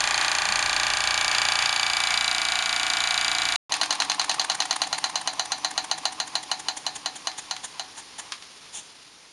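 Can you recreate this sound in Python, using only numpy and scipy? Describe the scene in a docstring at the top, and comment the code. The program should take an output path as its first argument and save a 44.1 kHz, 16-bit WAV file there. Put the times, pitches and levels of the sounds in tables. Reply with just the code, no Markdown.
"""A toy steam engine on a tin base, heard from close by: impact excitation of damped modes, with jet noise. At
full speed the crank knocks 29 times a second and keeps the tin ringing, over hum, piston rub and steam. Then
the scene changes: after a short silence the engine is heard running down: knock and exhaust puff, shaped noise
gated by the turning wheel, alternate ever more slowly over the boiler's hiss, until the flywheel stops and a
last jet of steam escapes."""
import sys
import numpy as np
from scipy import signal
from scipy.fft import rfft, irfft, next_fast_len
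from scipy.io import wavfile

SR = 44100
rng = np.random.default_rng(int(sys.argv[2]) if len(sys.argv) > 2 else 0)


def wav_record(signal):
    """Record a signal, one row per channel, as 16-bit PCM in the file named by sys.argv[1]."""
    frames = np.transpose(np.atleast_2d(signal))
    bounded = np.clip(frames, -1, 1)
    # unit amplitude maps onto the largest positive 16-bit level
    quanta = np.round(bounded * 32767).astype(np.int16)
    wavfile.write(sys.argv[1], SR, quanta)


N = 411012
T = np.arange(N) / SR


def amp(db):
    """Logarithmic level: decibels to amplitude gain."""
    return 10 ** (np.asarray(db) / 20)


def unit(x):
    """Normalisation to an rms of 1."""
    return x / np.sqrt(np.mean(x ** 2) + 1e-20)


def curve(rows):
    """Linear interpolation between rows of (seconds, value)."""
    return np.interp(T, *np.transpose(rows))


def noise(spectrum, size=N):
    """Spectral shaping: white noise weighted by rows of (Hz, relative dB per Hz), with rms 1."""
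    hz, db = np.transpose(spectrum)
    n = next_fast_len(size)
    log_hz = np.log(np.fft.rfftfreq(n, 1 / SR) + 1)
    gain = amp(np.interp(log_hz, np.log(hz), db))
    white = rfft(rng.standard_normal(n))
    return unit(irfft(white * gain, n)[:size])


def band(x, hz, kind, order=2):
    """Butterworth filtering: a maximally flat passband."""
    return signal.sosfilt(signal.butter(order, hz, kind, fs=SR, output="sos"), x)


def blows(times, db):
    """Impulsive excitation: one single-sample impulse for each blow."""
    train = np.zeros(N)
    train[np.clip(np.round(times * SR).astype(int), 0, N - 1)] = amp(db)
    return train


def ring(drive, response):
    """Linear superposition: the response is convolved with the drive."""
    return signal.oaconvolve(drive, response)[:N]


def dense_ring(spectrum, t60, treble_t60, rise):
    """High modal density: countless weak modes act as decaying noise, and the treble dies sooner."""
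    t = np.arange(SR // 2) / SR
    modes = noise(spectrum, size=len(t))
    low = signal.sosfiltfilt(signal.butter(2, 2900, fs=SR, output="sos"), modes)
    decaying = low * amp(-60 * t / t60) + (modes - low) * amp(-60 * t / treble_t60)
    return decaying * (1 - np.exp(-t / rise))


def chatter(drive, t60):
    """Random micro-impacts: each blow is a fresh noise burst with, on average, the blow's energy."""
    decay = amp(-60 * np.arange(SR // 5) / SR / t60)
    return ring(drive, decay / np.linalg.norm(decay)) * rng.standard_normal(N)


def wheel(speed, first_knock_s):
    """Rotational kinematics: integrated speed gives the turns done since the first knock."""
    turns = np.cumsum(curve(speed)) / SR
    return turns - np.interp(first_knock_s, T, turns)


def once_a_turn(turns, at=0):
    """Periodic motion: the moments at which the crank passes one point of its circle."""
    return np.interp(np.arange(at, turns[-1]), turns, T)


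def stroke(turns, at, width):
    """Phase-locked gating: a Gaussian window, placed in turns, opens once a turn."""
    distance = (turns - at + .5) % 1 - .5
    return np.exp(-.5 * (distance / width) ** 2)


def scatter(times, spread_db):
    """Random variation of level from one turn to the next."""
    return spread_db * rng.standard_normal(len(times))


# Modes of the engine. Each row: frequency in Hz, t60 in seconds, then relative level in dB facing
# the flywheel, at the boiler's end, over the boiler, and by the cylinder.
ENGINE_MODES = [(649, 0.043, -25.5, -26, -33, -33), (804, 0.037, -24, -20.5, -23.5, -24),
                (1100, 0.0089, -26, -16, -22.5, -21), (1412, 0.045, -34, -36.5, -26.5, -29),
                (1578, 0.048, -34.5, -28, -44, -35.5), (1904, 0.059, -30.5, -42, -31.5, -29),
                (2310, 0.0084, -18, -22, -20.5, -33), (2710, 0.0073, -14.5, -12, -15, -39),
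                (2825, 0.017, -30, -20, -16.5, -26), (2989, 0.024, -44.5, -20.5, -23, -20.5),
                (3441, 0.063, -31, -26.5, -27, -39), (3583, 0.022, -53.5, -21, -20.5, -40),
                (3975, 0.022, -18.5, -20, -14.5, -18), (4110, 0.0051, -12.5, -59, -54, -7),
                (4434, 0.017, -15, -16, -24.5, -61), (4503, 0.014, -47.5, -13.5, -41, -15.5),
                (4717, 0.016, -23.5, -12.5, -14, -41), (5370, 0.011, -26, -19.5, -52, -27),
                (6286, 0.014, -20, -21.5, -55, -15), (6540, 0.0081, -20.5, -16.5, -17, -26),
                (7160, 0.008, -16.5, -15, -15.5, -23.5), (8810, 0.0041, -21.5, -23.5, -21.5, -15.5),
                (9670, 0.017, -37, -32, -45, -31), (10410, 0.0074, -37, -24.5, -24.5, -26.5)]


def clank(levels_db):
    """Modal synthesis: damped sines after one blow; the small base radiates little bass."""
    t = np.arange(SR // 10) / SR
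    modes = np.zeros(len(t))
    for k, (row, db) in enumerate(zip(ENGINE_MODES, levels_db)):
        modes += (-1) ** k * amp(db - 60 * t / row[1]) * np.sin(2 * np.pi * row[0] * t)
    return band(modes, 600, "highpass", order=3)


def fast_knocks(drive, place):
    """Impact excitation of modes, cross-faded between three listening places."""
    rough = drive + amp(-7.5) * band(chatter(drive, t60=0.018), 2760, "highpass", order=4)
    views = np.transpose(ENGINE_MODES)[2:-1]
    knocks = np.zeros(N)
    for k, levels_db in enumerate(views):
        nearness = np.maximum(1 - abs(place - k), 0)
        knocks += ring(rough * nearness, clank(levels_db))
    return amp(-0.18) * knocks


# Spectrum of the dense ringing at speed. Each row: frequency in Hz, relative density in dB per Hz.
FAST_RING_SPECTRUM = [(150, -16), (310, -14), (400, -17.5), (540, -23), (630, -8.5), (1200, -1.5),
                      (1900, 0), (2320, 3), (2800, -1.5), (4000, -6), (5500, -12.5), (7000, -7.5),
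                      (9500, -20), (12000, -30)]


def ringing_tin(drive, place):
    """Overlapping decay: knocks follow so fast that the tin's ringing never dies."""
    # two ringing patterns trade places as the microphone moves
    angle = place * np.pi / 4
    tin = np.zeros(N)
    for share in (np.cos(angle), np.sin(angle)):
        tin += ring(drive * share, dense_ring(FAST_RING_SPECTRUM, t60=0.39, treble_t60=0.17, rise=0.0031))
    return amp(-28) * tin


# Hum of the base. Each row: frequency as a multiple of the turning rate, relative rms level in dB
# facing the flywheel, the same over the boiler.
HUM_PARTIALS = [(1.98, -57.5, -57), (3.05, -62.5, -67.5), (3.99, -56, -62), (9.94, -61, -64.5),
                (10.93, -57, -59.5), (22, -49.5, -49.5), (23, -49.5, -45.5), (25.17, -52.5, -45.5),
                (25.87, -47.5, -44.5), (28.1, -51, -68), (29, -50, -64), (32, -41.5, -65),
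                (38.65, -45, -43), (40.76, -38.5, -45), (47, -47.5, -49.5), (50, -41, -45),
                (56, -40.5, -43), (53, -38, -51), (60, -48, -48)]


def base_hum(turns, place):
    """Forced vibration: partials of the base follow multiples of the turning rate."""
    hum = np.zeros(N)
    for multiple, near_db, far_db in HUM_PARTIALS:
        level = amp(near_db + (far_db - near_db) * place / 2)
        hum += level * np.sqrt(2) * np.cos(2 * np.pi * (multiple * turns + rng.random()))
    return amp(-1.0) * hum


# Drive of the boiler end's tone. Each row: time in seconds, level relative to the blows in dB.
BOILER_END_LEVEL = [(0, -52), (.5, -33), (1.4, -33), (2, -25), (3.5, -27)]


def boiler_end_song(drive):
    """Resonance: every knock excites one lightly damped mode of the boiler end."""
    t = T[:SR // 2]
    mode = np.sin(2 * np.pi * 2301 * t) * amp(-60 * t / 0.42)
    return ring(drive * amp(curve(BOILER_END_LEVEL)), mode)


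# Spectrum of the piston's rub. Each row: frequency in Hz, relative density in dB per Hz.
RUB_SPECTRUM = [(300, -26.5), (550, -11.5), (800, -0.5), (1080, 4.5), (1500, -13.5), (2500, -7),
                (5000, -21.5), (10000, -38)]


def fast_piston(drive, turns, times):
    """Sliding friction: the piston passes over the same roughness on every turn."""
    one_turn = noise(RUB_SPECTRUM, size=int(np.diff(times).max() * SR))
    return amp(-32.5) * ring(drive, one_turn) * stroke(turns, at=0.723, width=0.086)


# Spectra of the exhaust steam and of the constant hiss at speed.
# Each row: frequency in Hz, relative density in dB per Hz.
EXHAUST_SPECTRUM = [(200, -31), (520, -13), (830, 9.5), (1300, -4), (1750, 4), (2500, -6.5), (4200, -2),
                    (5400, -7.5), (6800, -1.5), (8400, -2), (9500, -0.5), (10500, -13.5), (12000, -25)]
FAST_HISS_SPECTRUM = [(130, -21), (500, -19), (750, -3.5), (2000, 3), (3200, 4), (4500, 2.5), (5500, -4),
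                      (7000, -1), (9500, -7), (12000, -15)]


def fast_steam(turns):
    """Jet noise gated by phase: steam leaves in step with the crank over a constant hiss."""
    port = amp(-27.5) * stroke(turns, at=0.46, width=0.033)
    port += amp(-45.5) * stroke(turns, at=1.0, width=0.13)
    return band(noise(EXHAUST_SPECTRUM), 2100, "highpass") * port + amp(-34) * noise(FAST_HISS_SPECTRUM)


# Water in the steam. Each row: middle in seconds, peak level in dB.
SPUTTERS = [(.23, -28.5), (1.35, -28.5), (1.46, -33.5), (1.635, -28.5), (2.12, -30.5)]


def wet_sputter():
    """Transient noise: water in the steam makes the exhaust sputter in short swells."""
    swells = sum(amp(db) * np.exp(-.5 * ((T - at) / 0.032) ** 2) for at, db in SPUTTERS)
    return noise(FAST_RING_SPECTRUM) * swells


# The hand shifts on the microphone. Each row: time in seconds, rumble level in dB.
HAND_LEVEL = [(0, -50), (.35, -55.5), (.8, -50), (1.05, -56), (2.8, -63), (3, -57)]


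def handling():
    """Structure-borne sound: low rumble of the hand-held microphone, with one soft bump."""
    bump = amp(-44.0) * np.sin(2 * np.pi * 200 * T) * np.exp(-.5 * ((T - .495) / 0.027) ** 2)
    rumble = noise([(20, -14), (55, -13.5), (110, -17), (400, -22), (2000, -61)])
    return rumble * amp(curve(HAND_LEVEL)) + bump


# Speed of the flywheel under full steam. Each row: time in seconds, speed in turns per second.
FULL_STEAM_SPEED = [(0, 28.9363), (1.2, 29.1038), (2.6, 28.9245), (3.6, 28.9585)]
# Force of the knocks at full speed. Each row: time in seconds, force in dB.
KNOCK_FORCE = [(0, 1.5), (1, 0.5), (1.4, 1), (1.7, -1), (2.1, -1), (3.1, 0), (3.5, -0.5)]
# The microphone moves round the engine. Each row: time in seconds, place on a scale of
# 0 facing the flywheel, 1 at the boiler's end, 2 over the boiler.
MICROPHONE_PLACE = [(.6, 0.088), (1.3, 0.62), (1.8, 1.18), (2.4, 2.2)]
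FIRST_FAST_KNOCK_S = .0051


def full_speed():
    """Synchronous excitation: one wheel times the knocks, hum, rub and steam."""
    turns = wheel(FULL_STEAM_SPEED, FIRST_FAST_KNOCK_S)
    place = curve(MICROPHONE_PLACE)
    times = once_a_turn(turns)
    drive = blows(times, scatter(times, spread_db=.5)) * amp(curve(KNOCK_FORCE))
    metal = fast_knocks(drive, place) + ringing_tin(drive, place)
    metal += base_hum(turns, place) + boiler_end_song(drive)
    return metal + fast_piston(drive, turns, times) + fast_steam(turns) + wet_sputter() + handling()


# Spectrum of the boiler's hiss. Each row: frequency in Hz, relative density in dB per Hz.
BOILER_SPECTRUM = [(15, -39), (25, -25), (48, -14), (394, -8.5), (448, -7), (524, -10.5), (1030, -6),
                   (1440, -8.5), (4650, -5), (6870, -9.5), (7830, -14.5), (9890, -11.5), (12500, -30.5),
                   (16200, -71), (22000, -120)]
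# Hiss while running down. Each row: time in seconds, mean level in dB.
BOILER_LEVEL = [(3.7, -42.5), (5, -43.5), (6.5, -44.5), (7.5, -45.5), (8.2, -46), (8.7, -47), (9, -49.5),
                (9.32, -51)]
# A leak whistles briefly. Each row: time in seconds, peak amplitude in dB.
WHISTLE_LEVEL = [(5.25, -72), (5.4, -46), (5.62, -48), (5.72, -70)]


def boiler():
    """Turbulence noise that sinks with the pressure, and one thin frequency-modulated whistle."""
    waver = unit(band(rng.standard_normal(N), 34.3, "lowpass"))
    phase = 2 * np.pi * np.cumsum(6010 + 45 * waver) / SR
    whistle = np.sin(phase) * amp(curve(WHISTLE_LEVEL))
    return noise(BOILER_SPECTRUM) * amp(curve(BOILER_LEVEL) + 0.83 * waver) + whistle


# Spectrum of the room's background. Each row: frequency in Hz, relative density in dB per Hz.
ROOM_SPECTRUM = [(25, -35), (70, -35), (110, -8), (160, 5), (220, -4), (300, 12), (400, -13), (600, -31),
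                 (1500, -32)]


def room_tone():
    """Stationary background noise, mostly bass, that fades through the run-down."""
    return noise(ROOM_SPECTRUM) * amp(curve([(3.7, -53.5), (6.5, -56.5), (8, -63.5), (9.3, -75)]))


# Speed of the flywheel running down. Each row: time in seconds, speed in turns per second.
RUN_DOWN_SPEED = [(3.7, 10.9552), (4.9, 9.0078), (5.1, 8.67), (5.7, 7.655), (6.5, 6.0937), (7.2, 4.661),
                  (7.8, 3.1365), (8.4, 0)]
FIRST_SLOW_KNOCK_S = 3.7212


def slowing_wheel():
    """Deceleration: the flywheel's turns as it loses speed and stops."""
    return wheel(RUN_DOWN_SPEED, FIRST_SLOW_KNOCK_S)


def slow_piston():
    """Sliding friction: a steady rub swells just before each knock, and weakens as the wheel slows."""
    level = amp(curve([(3.7, -36), (5.3, -41), (6.7, -46), (7.6, -50), (8.3, -53.5), (8.5, -80)]))
    return level * noise(RUB_SPECTRUM) * (stroke(slowing_wheel(), at=0.928, width=0.051) + 0.5)


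# Spectrum of the loose pin's clack. Each row: frequency in Hz, relative density in dB per Hz.
CLACK_SPECTRUM = [(80, -45), (500, -10), (800, -19), (1070, 5), (1400, -1.5), (3300, 1), (4500, 1),
                  (5600, -4), (9500, -10), (12000, -31)]


def clack():
    """Broadband impact: a dry snap of loose metal, new each time; too small to radiate bass."""
    t = np.arange(SR // 5) / SR
    decay = amp(-60 * t / 0.012) + amp(-11.0) * amp(-60 * t / 0.18)
    return band(noise(CLACK_SPECTRUM, size=len(t)) * decay, 720, "highpass", order=3)


# Slower-dying modes of base and flywheel. Each row: frequency in Hz, relative level in dB, t60 in seconds.
SLOW_DYING_MODES = [(631, -36.5, 0.083), (753.5, -31, 0.39), (842, -36, 0.56), (916, -37, 0.19),
                    (1050, -43, 0.4), (1653, -37, 0.16), (1754, -33, 0.18), (1832, -37.5, 0.28),
                    (3036, -36, 0.12), (3900, -31.5, 0.17), (4030, -30.5, 0.21), (4120, -23.5, 0.14),
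                    (4163, -27, 0.15), (4230, -26.5, 0.14), (4534, -26.5, 0.13), (4640, -30, .14),
                    (6270, -29, 0.14), (6988, -31.5, 0.11)]
# Spectrum of the dense ringing. Each row: frequency in Hz, relative density in dB per Hz.
SLOW_RING_SPECTRUM = [(150, -38), (300, -14), (490, -26), (610, -2.5), (770, -1), (1300, -5.5), (1800, -5),
                      (2400, -6.5), (3300, -3), (4300, 2), (5400, -11.5), (6500, 1.5), (8500, -14),
                      (12000, -25)]
# The pin drops across its play as the wheel falters. Each row: start in seconds, relative force in dB.
PIN_FALLS = [(7.3157, -19), (7.565, -13.5), (8.321, -7.5), (8.4238, -21)]
# the crank knocks once a turn, more softly as the wheel slows towards and below FIRM_TURNS_PER_S
KNOCK_DB, FIRM_TURNS_PER_S, SOFTENING_POWER, KNOCK_SPREAD_DB = 0.4, 3.62, 2.2, 0.5
# above RATTLE_TURNS_PER_S the loose pin rebounds after each knock, the harder the faster the wheel;
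# REBOUND_DB is the relative force at 1 turn per second above it
REBOUND_DELAY_S, RATTLE_TURNS_PER_S, REBOUND_DB, REBOUND_SPREAD_DB = .019, 8.18, -10, .9


def crank():
    """Free decay after impact: knocks with room to ring out, and dry clacks of the loose pin."""
    times = once_a_turn(slowing_wheel())
    speed = np.interp(times, *np.transpose(RUN_DOWN_SPEED))
    softer_db = 20 * np.log10(1 + (FIRM_TURNS_PER_S / speed) ** SOFTENING_POWER)
    drive = blows(times, KNOCK_DB - softer_db + scatter(times, KNOCK_SPREAD_DB))
    t = np.arange(SR // 2) / SR
    long_ring = np.zeros(len(t))
    for hz, db, t60 in SLOW_DYING_MODES:
        long_ring += amp(db - 60 * t / t60) * np.sin(2 * np.pi * (hz * t + rng.random()))
    tail = amp(-23.0) * dense_ring(SLOW_RING_SPECTRUM, t60=0.16, treble_t60=0.1, rise=0.00036)
    tail += amp(-4) * long_ring
    # the film of oil on the pin softens the start of the blow
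    body = clank(np.transpose(ENGINE_MODES)[-1])
    body = body * (1 - np.exp(-t[:len(body)] / 0.00022))
    out = ring(drive + amp(-4) * chatter(drive, t60=0.018), body) + ring(drive, tail)
    rebound = np.maximum(speed - RATTLE_TURNS_PER_S, 0) * amp(REBOUND_DB + scatter(times, REBOUND_SPREAD_DB))
    rebounds = list(zip(times + REBOUND_DELAY_S, rebound))
    falls = [(s, amp(db)) for s, db in PIN_FALLS]
    for s, force in rebounds + falls:
        snap = force * amp(-13.5) * clack()
        out[round(s * SR):][:len(snap)] += snap
    return out


# Strength of the exhaust puffs. Each row: time in seconds, relative level in dB.
PUFF_STRENGTH = [(3.75, -30), (4.2, -30), (4.4, -27.5), (4.9, -28), (5.2, -33), (6, -32.5), (6.8, -36),
                 (7.4, -33.5), (8, -39.5)]
# Steam escapes while the wheel rocks to rest with the port open.
# Each row: middle in seconds, half length in seconds, relative level in dB.
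LAST_ESCAPES = [(8.195, 0.01, -34.5), (8.769, 0.031, -37.5)]
# Spectrum of the thin jet. Each row: frequency in Hz, relative density in dB per Hz.
JET_SPECTRUM = [(500, -14), (1500, -18), (2500, -9.5), (3400, 1), (4800, -17), (6000, -1), (6900, 4),
                (8500, -3), (9600, 0.5), (12000, -33)]
# the exhaust port opens once a turn, opposite the knock
PORT_AT_TURNS, PORT_WIDTH_TURNS, PUFF_SPREAD_DB = 0.509, 0.03, 1.8


def exhaust():
    """Jet noise: the port stays open longer as the wheel slows, and the puff thins into a jet."""
    turns = slowing_wheel()
    times = once_a_turn(turns, at=PORT_AT_TURNS)
    level_db = curve(PUFF_STRENGTH) + np.interp(T, times, scatter(times, PUFF_SPREAD_DB))
    opening = amp(level_db) * stroke(turns, at=PORT_AT_TURNS, width=PORT_WIDTH_TURNS) * (turns > 0)
    for at, half, db in LAST_ESCAPES:
        opening += amp(db) * np.exp(-.5 * ((T - at) / half) ** 4)
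    # the tin and the room draw each puff out: a decaying share of its energy is added
    decay = amp(-60 * np.arange(SR // 4) / SR / 0.24)
    lingering = abs(ring(opening ** 2, decay / decay.sum()))
    opening = np.sqrt(opening ** 2 + amp(-23.0) * lingering)
    # share of the thin jet in the steam's energy
    thin = np.clip(curve([(5.5, 0.025), (7.2, 0.79), (7.9, 0.6), (8.2, 0.35), (8.7, 0.96)]), 0, 1)
    steam = np.sqrt(1 - thin) * noise(EXHAUST_SPECTRUM) + np.sqrt(thin) * noise(JET_SPECTRUM)
    return amp(2.5) * opening * steam


# The silence between full speed and run-down. The row: start in seconds, end in seconds.
SILENT_GAP = (3.562, 3.695)


def scene():
    """Superposition of sources in two scenes: full speed, a short silence as the scene changes, then the run-
    down."""
    run_down = crank() + exhaust() + slow_piston() + boiler() + room_tone()
    before, after = T < SILENT_GAP[0], T > SILENT_GAP[1]
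    return (full_speed() * before + run_down * after)[None]


def record(dry):
    """Soft saturation and band limiting: rounded peaks, one deep notch, no top treble."""
    ceiling = .75
    rounded = ceiling * np.tanh(dry / ceiling)
    notched = signal.lfilter(*signal.iirnotch(7900, 9, fs=SR), rounded)
    dull = band(notched, 11240, "lowpass", order=6)
    low_pass = signal.firwin(161, 12350, window=("kaiser", 8), fs=SR)
    return signal.oaconvolve(dull, low_pass[None], "same")


dry = scene()
out = record(dry)
wav_record(out)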